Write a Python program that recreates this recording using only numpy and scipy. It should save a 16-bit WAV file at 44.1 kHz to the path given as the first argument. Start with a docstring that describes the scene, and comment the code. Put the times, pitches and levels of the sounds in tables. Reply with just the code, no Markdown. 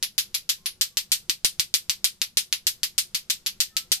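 """A small room in a house. Two hard plastic balls on strings clack together about 6.5 times a second,
in turn above and below the hand. Each contact is one very short pressure pulse that hardly rings;
near surfaces and the room give it body. The hardest clacks overload the microphone, adding a dull thump.
Underneath: faint room noise, weak hums and a few far-off whistling tones."""
import sys
import numpy as np
from scipy import signal
from scipy.fft import rfft, irfft, next_fast_len
from scipy.io import wavfile
from scipy.ndimage import map_coordinates

SR = 44100
rng = np.random.default_rng(int(sys.argv[2]) if len(sys.argv) > 2 else 0)


def file_out(sig):
    """Save sig as 16-bit WAV at sys.argv[1]."""
    # one column per channel
    cols = np.atleast_2d(sig).T
    # limit, then scale
    lim = np.clip(cols, -1, 1)
    pcm = np.round(lim * 32767).astype(np.int16)
    wavfile.write(sys.argv[1], SR, pcm)


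N = 176400

# Ball contacts. Each row: start in seconds, left direct peak in dB, room send in dB, place (0 above the
# hand, 1 below), notch in Hz (higher for a harder, shorter contact), treble in dB, ping in dB.
CONTACTS = [(0.0275, -3.5, 7.4, 0, 8700, -1.7, 4), (0.1803, -2, 11.5, 1, 8900, -2, 4.5),
            (0.3435, -10, 8.4, 0, 8900, 0.64, 1.5), (.4920, -4.5, 11.3, 1, 9400, -1.6, 4),
            (0.6592, -8, 6.2, 0, 8200, -3.7, 8), (.8119, 1, 11.8, 1, 10600, 1, 2.5),
            (0.9717, -0.5, 8.6, 0, 10500, 1, 0.5), (1.1186, 3.5, 13.2, 1, 10900, 1, 4),
            (1.297, 1.5, 7.3, 0, 10270, -1.6, 3), (1.447, 8, 12.6, 1, 11150, -0.59, 6.5),
            (1.5970, 4, 8.4, 0, 10560, -0.37, 4), (1.7406, 6, 12.2, 1, 10330, -0.16, 6.5),
            (1.8966, 0.2, 8.1, 0, 10350, 0, 0.5), (2.0439, 7, 11.7, 1, 10600, -2.1, 7.5),
            (2.217, 0, 6.3, 0, 9400, -2.8, 4.5), (2.3718, 7.5, 12.3, 1, 10600, -2.6, 9),
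            (2.5270, 0.5, 7, 0, 8900, -4.3, 3.5), (2.6687, 4, 11.2, 1, 9970, 1, 6),
            (2.8328, -1.4, 8.1, 0, 9500, 0.13, 3), (2.98, 0, 12.4, 1, 11200, 1, 5),
            (3.1469, -6, 8, 0, 9700, -0.23, 3), (3.2998, -4.5, 10.8, 1, 10900, -0.84, 1),
            (3.4630, -5.8, 7.6, 0, 8950, -1.8, 2), (3.6037, 1.8, 11.7, 1, 10650, 0.081, 1.5),
            (3.7677, -0.7, 6.7, 0, 10200, -0.31, 2.5), (3.9182, 6.5, 12.7, 1, 11100, 0.82, 4)]
# Spectra of the contact pulse and of the room's answer per place. Each row: frequency in Hz, gain in dB.
PULSE_SPECTRUM = [(100, -31), (700, -40.5), (1400, -18.5), (2800, -6), (4500, -1), (6500, -3.5),
                  (9000, -9.5), (12500, -7.5), (15000, -24), (16500, -23.5), (20000, -67)]
ROOM_SPECTRUM_ABOVE = [(100, -41.5), (500, -33.5), (900, -23), (1500, -17.5), (2300, -7), (3300, -3.5),
                       (4800, -1), (7000, -7.5), (10000, -6.5), (13400, -8.5), (14800, -38), (16500, -27)]
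ROOM_SPECTRUM_BELOW = [(100, -35), (500, -29.5), (900, -24.5), (1500, -13), (2300, -6), (3500, 0.5),
                       (5000, 1.5), (7000, -2), (9500, -4), (13400, -3.5), (15000, -25), (16500, -40)]
# Stereo image per place. Each row: direct left over right in dB, right lag in ms,
# room left over right in dB.
STEREO_PLACES = [(2.3, -.035, 1.1), (3.2, 0.13, 1.04)]
# Near-surface echoes, one list per place. Each row: delay in ms, level in dB re the direct pulse.
REFLECTIONS = [
    [(.8, -12), (2.6, -18), (3.4, -9.5), (5.5, -10.5)],
    [(1.0, -18.5), (2.4, -11), (4.5, -24), (5.4, -21.5)],
]
# Room decay. Each row: frequency in Hz, T60 in seconds.
ROOM_DECAY = [(300, 0.13), (1500, 0.12), (4000, 0.13), (8000, 0.12), (14000, 0.13)]
# Room noise. Each row: frequency in Hz, relative level in dB.
HUSH_SPECTRUM = [(20, 11), (40, 9), (70, 6), (170, 7.5), (290, -3.5), (430, -7.5), (734, -9), (2480, -12),
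                 (5000, -9.5), (8600, -14), (13000, -20.5), (15000, -38)]
# Room noise width. Each row: frequency in Hz, left-right correlation.
HUSH_CORRELATION = [(100, 0.88), (400, 0.77), (1500, 0.13), (6000, 0.16)]
# Far whistles. Each row: start in seconds, length in seconds, pitch in Hz, peak in dB.
WHISTLES = [(.56, 0.15, 1060, -70), (.90, .08, 1150, -72), (3.678, 0.08, 1800, -64),
            (3.714, .16, 1315, -58), (3.96, .12, 775, -58)]
# Narrow noise bands. Each row: centre in Hz, width in Hz, mean level in dB.
HUM_BANDS = [(200.3, 10, -71.5), (362, 20, -75.5), (494, 25, -80), (1393, 63, -86.5)]

HIT_SAMPLES = 16384
NOTCH_DB, NOTCH_WIDTH_HZ = -8.5, 1090
PING_HZ, PING_WIDTH_HZ, TREBLE_CORNER_HZ = 10180, 1500, 7000
REFLECTION_SCATTER_MS, ROOM_BUILD_MS, ROOM_TRIM_DB = 0.1307, 2.61, -0.56
HOUSE_DB, HOUSE_T60_S = -30.5, 0.38  # slower decay beyond the room
WHISTLE_WAVER, WHISTLE_RISE_PER_S = 0.0073, 0.27  # fractions of the pitch
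HUSH_DB, HUSH_LEFT_DB, HUSH_WAVER_DB, HUSH_WAVER_PER_S = -60.5, 1, 1.9, 7
CLIP_LEVEL, BAND_LIMIT_HZ = 0.94, 16000


def clacking_balls():
    """Each contact pulse arrives directly, off near surfaces and through the room."""
    out = np.zeros((2, N + 2 * HIT_SAMPLES))
    base_spectrum = minimum_phase(PULSE_SPECTRUM)
    room_colours = [minimum_phase(ROOM_SPECTRUM_ABOVE), minimum_phase(ROOM_SPECTRUM_BELOW)]
    kept_samples = HIT_SAMPLES // 2
    for start_s, direct_db, send_db, place, notch_hz, treble_db, ping_db in CONTACTS:
        left_db, lag_ms, room_left_db = STEREO_PLACES[place]
        colour = contact_colour(notch_hz, treble_db, ping_db)
        pulse = base_spectrum * colour
        pulse /= np.abs(irfft(pulse)).max()
        direct = amp([[0], [-left_db]]) * delay([max(-lag_ms, 0), max(lag_ms, 0)])
        early = sum(amp(db) * delay(ms + REFLECTION_SCATTER_MS * rng.standard_normal(2))
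                    for ms, db in REFLECTIONS[place])
        room = amp(send_db + ROOM_TRIM_DB) * pan(room_left_db) * room_tail(room_colours[place] * colour)
        clack = amp(direct_db) * irfft(pulse * (direct + early)) + room
        onset = round(start_s * SR)
        out[:, onset:onset + kept_samples] += clack[:, :kept_samples]
    return out[:, :N]


def contact_colour(notch_hz, treble_db, ping_db):
    """Contact length notches the spectrum; the balls' own resonance near 10 kHz adds a high ping of varying
    strength."""
    hz = np.linspace(0, SR / 2, 400)
    notch = NOTCH_DB * np.exp(-((hz - notch_hz) / NOTCH_WIDTH_HZ) ** 2)
    ping = ping_db * np.exp(-((hz - PING_HZ) / PING_WIDTH_HZ) ** 2)
    shelf = treble_db * (1 - 1 / (1 + (hz / TREBLE_CORNER_HZ) ** 4))
    return minimum_phase(np.column_stack([hz, notch + ping + shelf]))


def room_tail(colour):
    """Diffuse echoes, unit energy: quick build-up, short room decay, faint longer house decay."""
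    hz, frame_s, noise = signal.stft(rng.standard_normal((2, HIT_SAMPLES)), SR, nperseg=128)
    room_fade = amp(-60 * frame_s / log_interp(ROOM_DECAY, hz)[:, None])
    house_fade = amp(HOUSE_DB - 60 * frame_s / HOUSE_T60_S)
    tail = signal.istft(noise * (room_fade + house_fade), SR, nperseg=128)[1][:, :HIT_SAMPLES]
    t_ms = np.arange(HIT_SAMPLES) * 1000 / SR
    build_up = 1 - np.exp(-(t_ms / ROOM_BUILD_MS) ** 2)
    tail = irfft(rfft(tail * build_up) * colour)
    return tail / np.linalg.norm(tail, axis=1, keepdims=True)


def far_whistles():
    """Thin tones that swell, rise slightly and fade."""
    out, t_s = np.zeros(N), np.arange(N) / SR
    for start_s, length_s, hz, db in WHISTLES:
        progress = np.clip((t_s - start_s) / length_s, 0, 1)
        rise = WHISTLE_RISE_PER_S * length_s * (progress - .5)
        pitch_hz = hz * (1 + rise + WHISTLE_WAVER * waver(knots_per_s=44))
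        out += amp(db) * np.sin(np.pi * progress) * np.sin(2 * np.pi * np.cumsum(pitch_hz) / SR)
    return out


def room_noise():
    """Steady low hush, nearly mono in the bass."""
    hz = np.fft.rfftfreq(N, 1 / SR)
    spread_rad = np.arccos(log_interp(HUSH_CORRELATION, hz)) / 2
    spectrum = rfft(rng.standard_normal((2, N))) * amp(log_interp(HUSH_SPECTRUM, hz))
    mid, side = irfft(spectrum * [np.cos(spread_rad), np.sin(spread_rad)], N)
    stereo = np.array([mid + side, mid - side])
    return amp(HUSH_DB) * pan(HUSH_LEFT_DB) * stereo / stereo.std()


def hums():
    """Weak, unsteady hums: narrow bands of noise."""
    out, hz = np.zeros(N), np.fft.rfftfreq(N, 1 / SR)
    for centre_hz, width_hz, db in HUM_BANDS:
        passband = np.exp(-((hz - centre_hz) / width_hz) ** 2)
        band = irfft(rfft(rng.standard_normal(N)) * passband, N)
        out += amp(db) * band / band.std()
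    return pan(HUSH_LEFT_DB) * out


def amp(db):
    """Decibels to gain."""
    return 10 ** (np.asarray(db) / 20)


def log_interp(points, hz):
    """Interpolate (Hz, value) points on a log frequency axis."""
    knots_hz, values = np.transpose(points)
    return np.interp(np.log(hz + 1), np.log(knots_hz + 1), values)


def minimum_phase(points):
    """Causal response with the given (Hz, dB) shape."""
    gain = amp(log_interp(points, np.fft.rfftfreq(HIT_SAMPLES, 1 / SR)))
    cepstrum = irfft(np.log(gain))
    cepstrum[1:HIT_SAMPLES // 2] *= 2
    cepstrum[HIT_SAMPLES // 2 + 1:] = 0
    return np.exp(rfft(cepstrum))


def delay(ms):
    """Frequency response of one delay per channel."""
    khz = np.fft.rfftfreq(HIT_SAMPLES, 1 / SR) / 1000
    return np.exp(-2j * np.pi * khz * np.reshape(ms, (-1, 1)))


def pan(left_db):
    """Left and right gains for a level difference."""
    return amp(np.array([[left_db], [-left_db]]) / 2)


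def waver(knots_per_s):
    """Smooth random curve."""
    knots = rng.standard_normal(int(N * knots_per_s / SR) + 4)
    return map_coordinates(knots, [np.arange(N) * knots_per_s / SR])


def scene():
    """Clacks and far whistles over a slightly wavering background."""
    background = (room_noise() + hums()) * amp(HUSH_WAVER_DB * waver(HUSH_WAVER_PER_S))
    return clacking_balls() + far_whistles() + background


def record(dry):
    """Loudest clacks clip; treble above 16 kHz is cut steeply."""
    clipped = np.clip(dry, -CLIP_LEVEL, CLIP_LEVEL)
    size = next_fast_len(N + HIT_SAMPLES)
    low_pass = 1 / np.sqrt(1 + (np.fft.rfftfreq(size, 1 / SR) / BAND_LIMIT_HZ) ** 100)
    return irfft(rfft(clipped, size) * low_pass, size)[:, :N]


dry = scene()
out = record(dry)
file_out(out)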